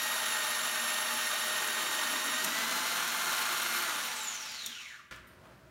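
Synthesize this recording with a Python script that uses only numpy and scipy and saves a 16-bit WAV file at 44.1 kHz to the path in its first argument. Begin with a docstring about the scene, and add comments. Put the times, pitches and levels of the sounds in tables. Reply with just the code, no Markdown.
"""Hole saw through a steel tube

An electric drill drives a hole saw through a tube clamped on a notcher in a workshop. Gears and
brushes whine over the rasp of the teeth; the saw snags, breaks through, and the unloaded motor races.
Switched off, it coasts down. As it clacks to a stop the level jumps up, leaving the room's hum,
the tinkle of a falling chip and a scuff."""
import sys
import numpy as np
from scipy import signal
from scipy.fft import rfft, irfft
from scipy.io import wavfile

SR = 44100
rng = np.random.default_rng(int(sys.argv[2]) if len(sys.argv) > 2 else 0)


def store_pcm(level_fs):
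    """Save levels as 16-bit WAV."""
    pcm = np.round(np.clip(level_fs, -1, 1) * 32767).astype(np.int16)
    wavfile.write(sys.argv[1], SR, np.atleast_2d(pcm).T)


N = 251766
TIME = np.arange(N) / SR
FREE_HZ, SAG_HZ = 357.4, 50.48  # shaft turns a second without load, and what full load takes off
OFF_S, STOP_S = 3.83, 5.19  # power off, standstill
IDLER_RATIO, SAW_RATIO = 6.34, 90.7  # shaft turns to one turn of the idler gear, of the saw

# room tone of the ventilation: (frequency [Hz], level [dB])
AIR_COLOUR = [(25, -28), (40, -13), (60, 1), (160, 2), (240, -2), (600, -10), (770, -17), (1400, -7),
              (2200, -15), (4000, -21), (7000, -27), (15500, -32)]
# hum of mains and fans: (frequency [Hz], level [dB])
HUM_LINES = [(59.5, -82.5), (103, -88), (121, -79.5), (360.7, -80), (629.8, -82.5), (958.2, -86)]
# dull rub of the drill being shifted: (frequency [Hz], level [dB])
SCUFF_COLOUR = [(200, -27), (480, -17), (570, -3), (680, -9), (800, -10), (1500, -15), (2500, -23),
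                (6000, -35), (15000, -42)]
# tinkle of a steel chip: (frequency [Hz], relative level [dB], t60 [s])
CHIP_MODES = [(9300, -64, 0.42), (12100, -61, 0.27), (12980, -62, 0.25), (15400, -75, 0.17)]
# gears knocking into their slack: (time [s], level [dB], decay [s])
KNOCKS = [(5.11, -54, 0.037), (5.16, -72, 0.019)]
# tone of those knocks: (frequency [Hz], level [dB])
KNOCK_COLOUR = [(200, -3), (800, -8), (1300, 2), (2300, -3), (4000, -8.5), (7000, -15), (15500, -27)]
# ring of the housing after the first knock: (frequency [Hz], level [dB], t60 [s])
HOUSING_MODES = [(1280, -67, .35), (1362, -66, .37), (1588, -62, .25), (2094, -68, .35), (2410, -68, .22),
                 (3000, -74, 0.36), (5550, -77, .3)]
# curls of swarf skittering over the jig: (time [s], level [dB], half length [s], pitch [Hz])
SKITTERS = [(3.751, -47, .018, 10100), (3.76, -54, 0.028, 13870), (4.062, -46, 0.016, 13600),
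            (4.148, -56, 0.0098, 12800), (4.261, -54, 0.011, 13700)]
# the tube jerking in its clamp: (time [s], level [dB], half length [s], pitch [Hz])
JOLTS = [(2.157, -53, 0.024, 268), (2.277, -49, 0.012, 282), (2.435, -52, 0.013, 372),
         (2.458, -42, 0.007, 228), (2.481, -45, .007, 215), (2.581, -51, .008, 240),
         (2.618, -48, 0.013, 240), (2.713, -49, 0.01, 654), (2.757, -52, .025, 250),
         (4.695, -61, 0.027, 241)]
# teeth catching on the cut edge: (time [s], level [dB], decay [s])
SNAGS = [(2.4394, -31, 0.0077), (2.4452, -26.5, 0.004), (2.587, -33, .003), (4.661, -28.7, 0.005),
         (4.966, -66, 0.0029), (5.0845, -76, 0.0021), (5.16, -63, .005)]
# bright screech of a snag: (frequency [Hz], level [dB])
SNAG_COLOUR = [(1000, -13), (4500, -5), (5600, 1), (7000, 1), (8500, 0), (12500, -2), (15500, -4)]
# resonances of the cut edge: (frequency [Hz], width [Hz], lift [dB])
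EDGE_PEAKS = [(5800, 300, 3), (8600, 300, 6)]
# resonances of the drill and the steel frame: (frequency [Hz], width [Hz], lift [dB])
FRAME_PEAKS = [(635, 100, 4.5), (873, 31, 7), (1320, 120, 0), (1540, 55, 2), (2090, 160, 0), (3073, 53, 6),
               (3820, 440, 4.5), (4340, 280, 3.5), (4950, 550, -5.5), (5760, 210, 2), (7020, 154, 5.5),
               (7770, 420, -5), (9000, 300, -0.5), (10100, 220, 0), (10300, 400, -1), (12200, 190, 0),
               (14300, 550, 2)]
# brushes cutting, running free and coasting, a row each: (scrape [dB], whine [dB], roughness [0-1])
BRUSH_STATES = [(-42, -38.5, 0.26), (-39.5, -49.5, 0.4), (-40.5, -42.5, 0.96)]
# scrape of carbon on the commutator: (frequency [Hz], level [dB])
BRUSH_COLOUR = [(300, -38), (900, -21), (1300, -9.5), (2200, -1.5), (4000, -5.5), (5000, -2.5),
                (7000, -5.5), (8000, -12.5), (11000, -22), (15500, -29)]
# brief swells of the brush whine in the last turns: (time [s], lift [dB], half length [s])
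BRUSH_SWELLS = [(4.89, 1.5, .012), (4.996, 7.5, 0.0095)]
# motor shell resonances that the brush whine sweeps through: (frequency [Hz], width [Hz], lift [dB])
SHELL_PEAKS = [(2050, 200, -2), (2817, 400, 2), (4054, 540, -1.5), (5200, 400, -2), (6100, 600, 3),
               (7000, 300, 2.5), (7609, 790, 5.5), (8590, 310, -26), (12100, 730, -9), (12800, 161, 6.5)]
# motor and gear tones: (multiple of shaft speed, loaded level [dB], free-running level [dB])
GEAR_LINES = [(0.9995, -71, -54.5), (2, -56, -62.5), (3.01, -64, -52), (5, -51, -54), (8, -56, -62),
              (9, -49, -58), (10, -54.5, -65), (14, -53, -66), (15, -49.5, -55), (20, -48, -68),
              (21, -54, -65), (22, -58, -70), (24, -59, -69), (28, -56, -51), (30, -64, -66),
              (33, -58, -77), (35, -49.5, -60), (40, -59, -90), (42, -51, -68), (48, -60, -80)]
# resonances and a dead spot of the gearbox: (frequency [Hz], width [Hz], lift [dB])
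GEARBOX_PEAKS = [(606, 15, 6), (650, 76, -4.5), (716.5, 62, 7)]
# tones of the first gear mesh: (multiple of shaft speed, loaded level [dB], free-running level [dB])
MESH_LINES = [(2, -54, -56), (4, -50, -42), (6, -41.2, -50.5), (12, -48, -50), (18, -50.5, -62)]
# swells of the free-running pinion tone: (time [s], lift [dB], half length [s])
MESH_SWELLS = [(3.24, 4, 0.063), (3.719, 6.5, 0.075)]
# roar of gearbox and fan: (frequency [Hz], level [dB])
ROAR_COLOUR = [(30, -48), (60, -39), (160, -14), (300, -14), (500, -12.5), (700, -11.5), (880, -4),
               (1400, 2.5), (1900, -4.5), (3000, -7), (5000, -11.5), (9700, -11), (12000, -14),
               (15500, -19)]
# rasp of teeth on steel: (frequency [Hz], level [dB])
RASP_COLOUR = [(50, -51), (200, -12.5), (900, 5), (1500, 8.5), (3200, 2), (5000, -1), (7200, 0),
               (8500, -11), (13000, -10), (15500, -2.5)]
# resonances of the tube under the saw: (frequency [Hz], width [Hz], lift [dB])
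TUBE_PEAKS = [(1877, 85, 10.5), (2890, 440, 8.5), (3727, 74, 13.5), (4680, 110, 2), (6800, 100, 1),
              (7330, 135, 17)]
# how hard the teeth press into the steel: (time [s], load [0-1])
SAW_LOAD = [(0, 0.86), (.16, 0.92), (.45, 1), (2.25, 0.96), (2.38, 0.94), (2.57, 0.53), (2.7, .34),
            (2.9, 0.16), (3.3, 0.09), (3.8, 0.06)]


def amp(db):
    """Decibels to gain."""
    return 10 ** (np.asarray(db) / 20)


def unit(x):
    """Scale to rms 1."""
    return x / np.sqrt(np.mean(x ** 2))


def drift(rate_hz):
    """Smooth random modulation of rms 1, moving at up to about the given rate."""
    f = np.arange(N // 2 + 1) * SR / N
    return unit(irfft(rfft(rng.standard_normal(N)) * np.exp(-.5 * (f / rate_hz) ** 2), N))


def narrow_band(angle, width_hz):
    """A band of noise, rms 1, that tracks a pitch."""
    return drift(width_hz) * np.cos(angle) + drift(width_hz) * np.sin(angle)


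def grains(per_second, scatter_db):
    """Tiny random impacts of uneven size, rms 1."""
    hit = rng.random(N) < per_second / SR
    return unit(hit * rng.standard_normal(N) * amp(scatter_db * np.clip(rng.standard_normal(N), -2, 2)))


def colour(x, spectrum, peaks=()):
    """EQ with a broad curve plus peaks and dips; white noise keeps its power."""
    f = np.arange(N // 2 + 1) * SR / N + 1
    hz, db = np.transpose(spectrum)
    gain_db = np.interp(np.log(f), np.log(hz), db)
    for centre, width, lift in peaks:
        gain_db = gain_db + lift / (1 + (2 * (f - centre) / width) ** 2)
    return irfft(rfft(x) * unit(amp(gain_db)), N)


def swell(centre_s, half_length_s):
    """A smooth rise and fall round a moment."""
    return np.exp(-.5 * ((TIME - centre_s) / half_length_s) ** 2)


def bursts(table):
    """Envelope of sharp hits that die away."""
    return sum(amp(db) * (TIME >= s) * np.exp(-np.abs(TIME - s) / decay) for s, db, decay in table)


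def ring(modes, start_s):
    """Modes struck together, each dying at its own pace."""
    age = np.maximum(TIME - start_s, 0)
    return sum(amp(db - 60 * age / t60) * np.sin(2 * np.pi * hz * age) for hz, db, t60 in modes)


def reverb(x, wet_db, t60_low=0.41, t60_high=0.14):
    """Dry sound plus a diffuse tail, with separate decay times below and above 3.5 kHz."""
    age = TIME[:SR // 2]
    noise = rng.standard_normal(len(age))
    low = signal.sosfilt(signal.butter(2, 3500, fs=SR, output="sos"), noise)
    tail = low * amp(-60 * age / t60_low) + (noise - low) * amp(-60 * age / t60_high)
    tail *= age > .003  # pre-delay
    wet = signal.fftconvolve(x, tail / np.sqrt(np.sum(tail ** 2)))[:N]
    return (x + amp(wet_db) * wet) / np.sqrt(1 + amp(2 * wet_db))


def motor_hz(load, drag_hz=279.1):
    """Load drags the motor down; switched off, its fan brakes it most above drag_hz, friction below."""
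    coast_left = np.clip((STOP_S - TIME) / (STOP_S - OFF_S), 0, 1)
    run_down = np.tan(coast_left * np.arctan(FREE_HZ / drag_hz)) * drag_hz / FREE_HZ
    return (FREE_HZ - SAG_HZ * load) * run_down


def shaft_angle(hz, load, wobble=0.001079, jitter=0.002905):
    """The shaft's speed sways with the bite of the saw and trembles with gear backlash."""
    sway = wobble * drift(9.5) + jitter * (1 - 0.36 * load) * drift(141)
    return 2 * np.pi * np.cumsum(hz * (1 + sway)) / SR


def saw_turn(angle):
    """Slow throb, peaking each time the saw's high side comes round."""
    return np.cos(angle / SAW_RATIO + 0.12)


def room_tone(air_db=-69.5):
    """A bed of ventilation rumble with a few wavering hum lines."""
    air = colour(rng.standard_normal(N), AIR_COLOUR, [(640, 73, 9.6)]) * amp(air_db + 0.65 * drift(5))
    hum = sum(amp(db) * np.sin(2 * np.pi * hz * TIME + .5 * drift(4.9)) for hz, db in HUM_LINES)
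    return air + np.sqrt(2) * hum


def scuff(at_s=5.46):
    """A dull, brief rub as the drill is shifted."""
    return colour(grains(2000, 1.8) * swell(at_s, 0.057), SCUFF_COLOUR) * amp(-65)


def falling_chip(at_s=5.272):
    """A sliver of steel lands with a tick and tinkles."""
    impact = bursts([(at_s, -74, .012)]) * rng.standard_normal(N)
    tick = colour(impact, [(3000, -18), (8000, 0), (15500, -2)])
    return tick + amp(-14) * ring(CHIP_MODES, at_s)


def gear_knocks():
    """The gears clack as the drill comes to rest, and the first clack rings the housing."""
    clacks = colour(bursts(KNOCKS) * grains(9000, 2), KNOCK_COLOUR)
    return clacks + ring(HOUSING_MODES, KNOCKS[0][0])


def swarf(speed, per_second=40, ring_s=.002):
    """Flung chips tick against the jig for as long as the saw turns."""
    age = TIME[:SR // 20]
    hits = grains(per_second, 1.6)
    tick = unit(rng.standard_normal(len(age)) * np.exp(-age / ring_s))
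    ticks = signal.fftconvolve(hits, tick)[:N]
    bright = colour(ticks, [(4000, -20), (8000, 0), (11500, -10), (14000, -4), (15500, -4)])
    return unit(bright) * speed ** 1.4 * amp(-51)


def skitters(width_hz=330):
    """Thin curls of steel sizzle briefly, each at its own pitch."""
    return sum(amp(db) * swell(s, length) * narrow_band(2 * np.pi * hz * TIME, width_hz)
               for s, db, length, hz in SKITTERS)


def tube_boom(angle, load, speed, pitch_hz=238, waver_hz=14):
    """The clamped tube booms at its bending mode, swelling once a turn of the saw under load."""
    swell_db = load * (2 + 2.5 * saw_turn(angle)) + 3 * drift(waver_hz)
    boom = np.sqrt(2) * np.cos(2 * np.pi * pitch_hz * TIME + 0.6 * drift(waver_hz))
    return boom * speed * amp(-61 + swell_db)


def plug_drone(angle, start_s=1.6, loose_s=2.7, attack_s=0.18, high_hz=401, low_hz=207):
    """The steel plug inside the saw drones, sinking as its last bridge thins and fading once it gives."""
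    hz = np.clip(high_hz - 155 * (TIME - start_s), low_hz, high_hz)
    since_loose = TIME - loose_s
    arc_db = np.minimum(0.5 * since_loose, -26 * since_loose)  # slow build, quick fade
    onset = np.clip(1 + (TIME - start_s) / attack_s, 0, 1)
    drone = narrow_band(2 * np.pi * np.cumsum(hz) / SR, width_hz=48)
    return drone * onset * amp(-54 + arc_db - saw_turn(angle))


def jolts():
    """Each jerk of the tube is a rough thud, with low chatter and a rattle from the clamp."""
    thuds, envelope = 0, 0
    for s, db, length, hz in JOLTS:
        push = amp(db) * swell(s, length)
        thuds += push * np.sqrt(2) * np.cos(2 * np.pi * hz * TIME + 0.79 * drift(55))
        envelope += push
    chatter = colour(grains(2000, 1.3), [(110, -36), (230, -10), (430, 13), (900, -11), (4000, -47)])
    rattle = colour(grains(7600, 1.8), RASP_COLOUR, FRAME_PEAKS)
    return thuds + envelope * (chatter * amp(-7) + rattle * amp(-2))


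def snags():
    """A tooth snaps over the thin edge: a very short, bright screech that leaves it ringing."""
    screech = colour(bursts(SNAGS) * rng.standard_normal(N), SNAG_COLOUR, FRAME_PEAKS + EDGE_PEAKS)
    return reverb(screech, wet_db=-10.5, t60_low=.3, t60_high=0.35)


def brush_whine(angle, roughness, bars=18):
    """Two brushes take turns on the copper bars and sing at twice the bar rate; bounce smears the tone."""
    bar_angle = bars * angle
    tone_angle = 2 * bar_angle
    chatter = unit(narrow_band(tone_angle, 160) + .5 * narrow_band(tone_angle, 480))
    tone = np.sqrt(2 - 2 * roughness ** 2) * np.cos(tone_angle) + roughness * chatter
    side_tones = narrow_band(bar_angle, 40) + narrow_band(tone_angle + 6 * angle, 40)
    side_tones += narrow_band(3 * bar_angle, 60)
    eq = [(500, -50), (1200, 7), (7500, -1), (9000, -1), (15000, 0.5)]
    return colour(tone + amp(-14) * side_tones, eq, FRAME_PEAKS + SHELL_PEAKS)


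def brushes(angle, load, speed, settle_s=0.5, knee_hz=51, fade_db_per_s=2):
    """Carbon scrapes and whines on the commutator; the whine eases off in the cut and frays coasting."""
    cutting = np.minimum(load / 0.906, 1) ** 5
    coasting = np.clip((TIME - OFF_S) / settle_s, 0, 1)
    blend = np.array([cutting, 1 - cutting - coasting, coasting])
    scrape_db, whine_db, roughness = np.transpose(BRUSH_STATES) @ blend
    scrape = colour(grains(9000, 0.9) * (1 + 0.031 * np.cos(angle)), BRUSH_COLOUR, FRAME_PEAKS)
    whine = brush_whine(angle, np.clip(roughness, 0, 1))
    surge_db = sum(db * swell(s, length) for s, db, length in BRUSH_SWELLS)
    whine_db += surge_db - fade_db_per_s * TIME * cutting + 2.1 * drift(31)
    sliding = (speed * FREE_HZ / knee_hz) ** 3  # drops away steeply below the knee
    fade = speed ** 0.48 * sliding / (1 + sliding)
    return (scrape * amp(scrape_db + 0.96 * drift(25)) + whine * amp(whine_db)) * fade


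def gear_whine(angle, load, speed, flutter_db=3.5, wander_db=0.2, slack=0.32):
    """Fluttering shaft harmonics glide through the gearbox resonances; unloaded, tooth slack blurs them."""
    tones = 0
    for multiple, loaded_db, free_db in GEAR_LINES:
        db = free_db + load * (loaded_db - free_db)
        db += flutter_db * np.clip(drift(61), -2, 1.3) + wander_db * np.clip(drift(14), -2, 1)
        blur = slack * (1.3 - load) * min(multiple / 4, 1) * drift(27)
        waver = 1 + 0.37 * drift(16) * (multiple < 3)  # lowest tones only
        tones += amp(db) * waver * np.cos(np.round(multiple) * angle + blur)
    whine = np.sqrt(2) * colour(tones, [(20, 0), (20000, 0)], GEARBOX_PEAKS)
    return whine * speed ** 2.8 * amp(-2)


def mesh_whine(angle, load, speed, pinion_teeth=6, race_db=4):
    """The gear mesh sings, pulsing under load; its top cries out as the motor races, lingers coasting."""
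    idler_pulse = 1 + 0.19 * load * np.cos(angle / IDLER_RATIO)
    saw_pulse = amp(0.5 * load * saw_turn(angle))
    run_down = speed * FREE_HZ / (FREE_HZ - SAG_HZ * load)  # 1 until the power is off
    racing = 4 * load * (1 - load)  # peaks at half load
    swell_db = sum(db * swell(s, length) for s, db, length in MESH_SWELLS)
    tones = 0
    for multiple, loaded_db, free_db in MESH_LINES:
        upper = multiple >= pinion_teeth
        db = free_db + load * (loaded_db - free_db)
        db += swell_db * (multiple == pinion_teeth) + race_db * racing * upper
        db += np.clip(drift(8.1), -2, 1) + 2 * np.clip(drift(22), -2.5, 1)  # wander and flutter
        fade = run_down ** (2.1 if upper else 3.12)
        blur = (0.25 + 0.39 * (1 - load)) * drift(25)
        tones += amp(db) * fade * np.cos(multiple * angle + blur)
    return np.sqrt(2) * tones * idler_pulse * saw_pulse * amp(-2.5)


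def gear_roar(angle, load, speed, flicker_db=1.65):
    """Tooth impacts and fan air, pulsing twice a turn of the idler gear, ring the housing."""
    pulse = 1 + 0.15 * np.cos(2 * angle / IDLER_RATIO)
    clatter = colour(grains(20000, 1.3) * pulse, ROAR_COLOUR, FRAME_PEAKS)
    level_db = -34.5 + 0.13 * load + flicker_db * np.clip(drift(43), -2, 1.3)
    return clatter * speed ** 1.75 * amp(level_db)


def saw_rasp(angle, load, speed, pulse_db=3, patchy_db=0.5):
    """Teeth tear chips in uneven bursts, pushed by each turn of the idler gear, and ring the tube."""
    burst_db = pulse_db * np.cos(angle / IDLER_RATIO) + patchy_db * np.clip(drift(38), -2, 1.3)
    tearing = colour(grains(9000, 1.6) * amp(burst_db), RASP_COLOUR, FRAME_PEAKS + TUBE_PEAKS)
    return tearing * load * speed * amp(-37.5)


def scene():
    """Load sets the shaft speed, and the two play the running machine; both channels are alike."""
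    load = np.clip(np.interp(TIME, *np.transpose(SAW_LOAD)), 0, 1)
    hz = motor_hz(load)
    speed = hz / FREE_HZ
    angle = shaft_angle(hz, load)
    # the drill stands behind the jig and gets the most room
    drill = gear_roar(angle, load, speed) + brushes(angle, load, speed) + gear_knocks() + scuff()
    # saw and tube are close up
    cut = gear_whine(angle, load, speed) + saw_rasp(angle, load, speed) + snags() + jolts()
    cut += plug_drone(angle) + swarf(speed) + skitters() + falling_chip()
    # the mesh whine and the tube's boom stay dry, so they sound clear and steady
    dry_tones = mesh_whine(angle, load, speed) + tube_boom(angle, load, speed)
    roomy = reverb(drill, wet_db=-5.5, t60_low=0.9, t60_high=0.46)
    close = reverb(cut, wet_db=-13)
    mono = dry_tones + roomy + close + room_tone()
    return np.array([mono, mono])


def record(dry, jump_s=5.11, jump_db=10, hiss_db=-79, top_hz=15750):
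    """The level jumps up at the first clack and stays up; a faint hiss holds even, and the top is cut."""
    gain = amp(jump_db * np.clip((TIME - jump_s) / .001, 0, 1))
    hiss = amp(hiss_db) * rng.standard_normal(N)
    high_cut = signal.ellip(10, .2, 70, top_hz, fs=SR, output="sos")
    return signal.sosfilt(high_cut, dry * gain + hiss)


dry = scene()
out = record(dry)
store_pcm(out)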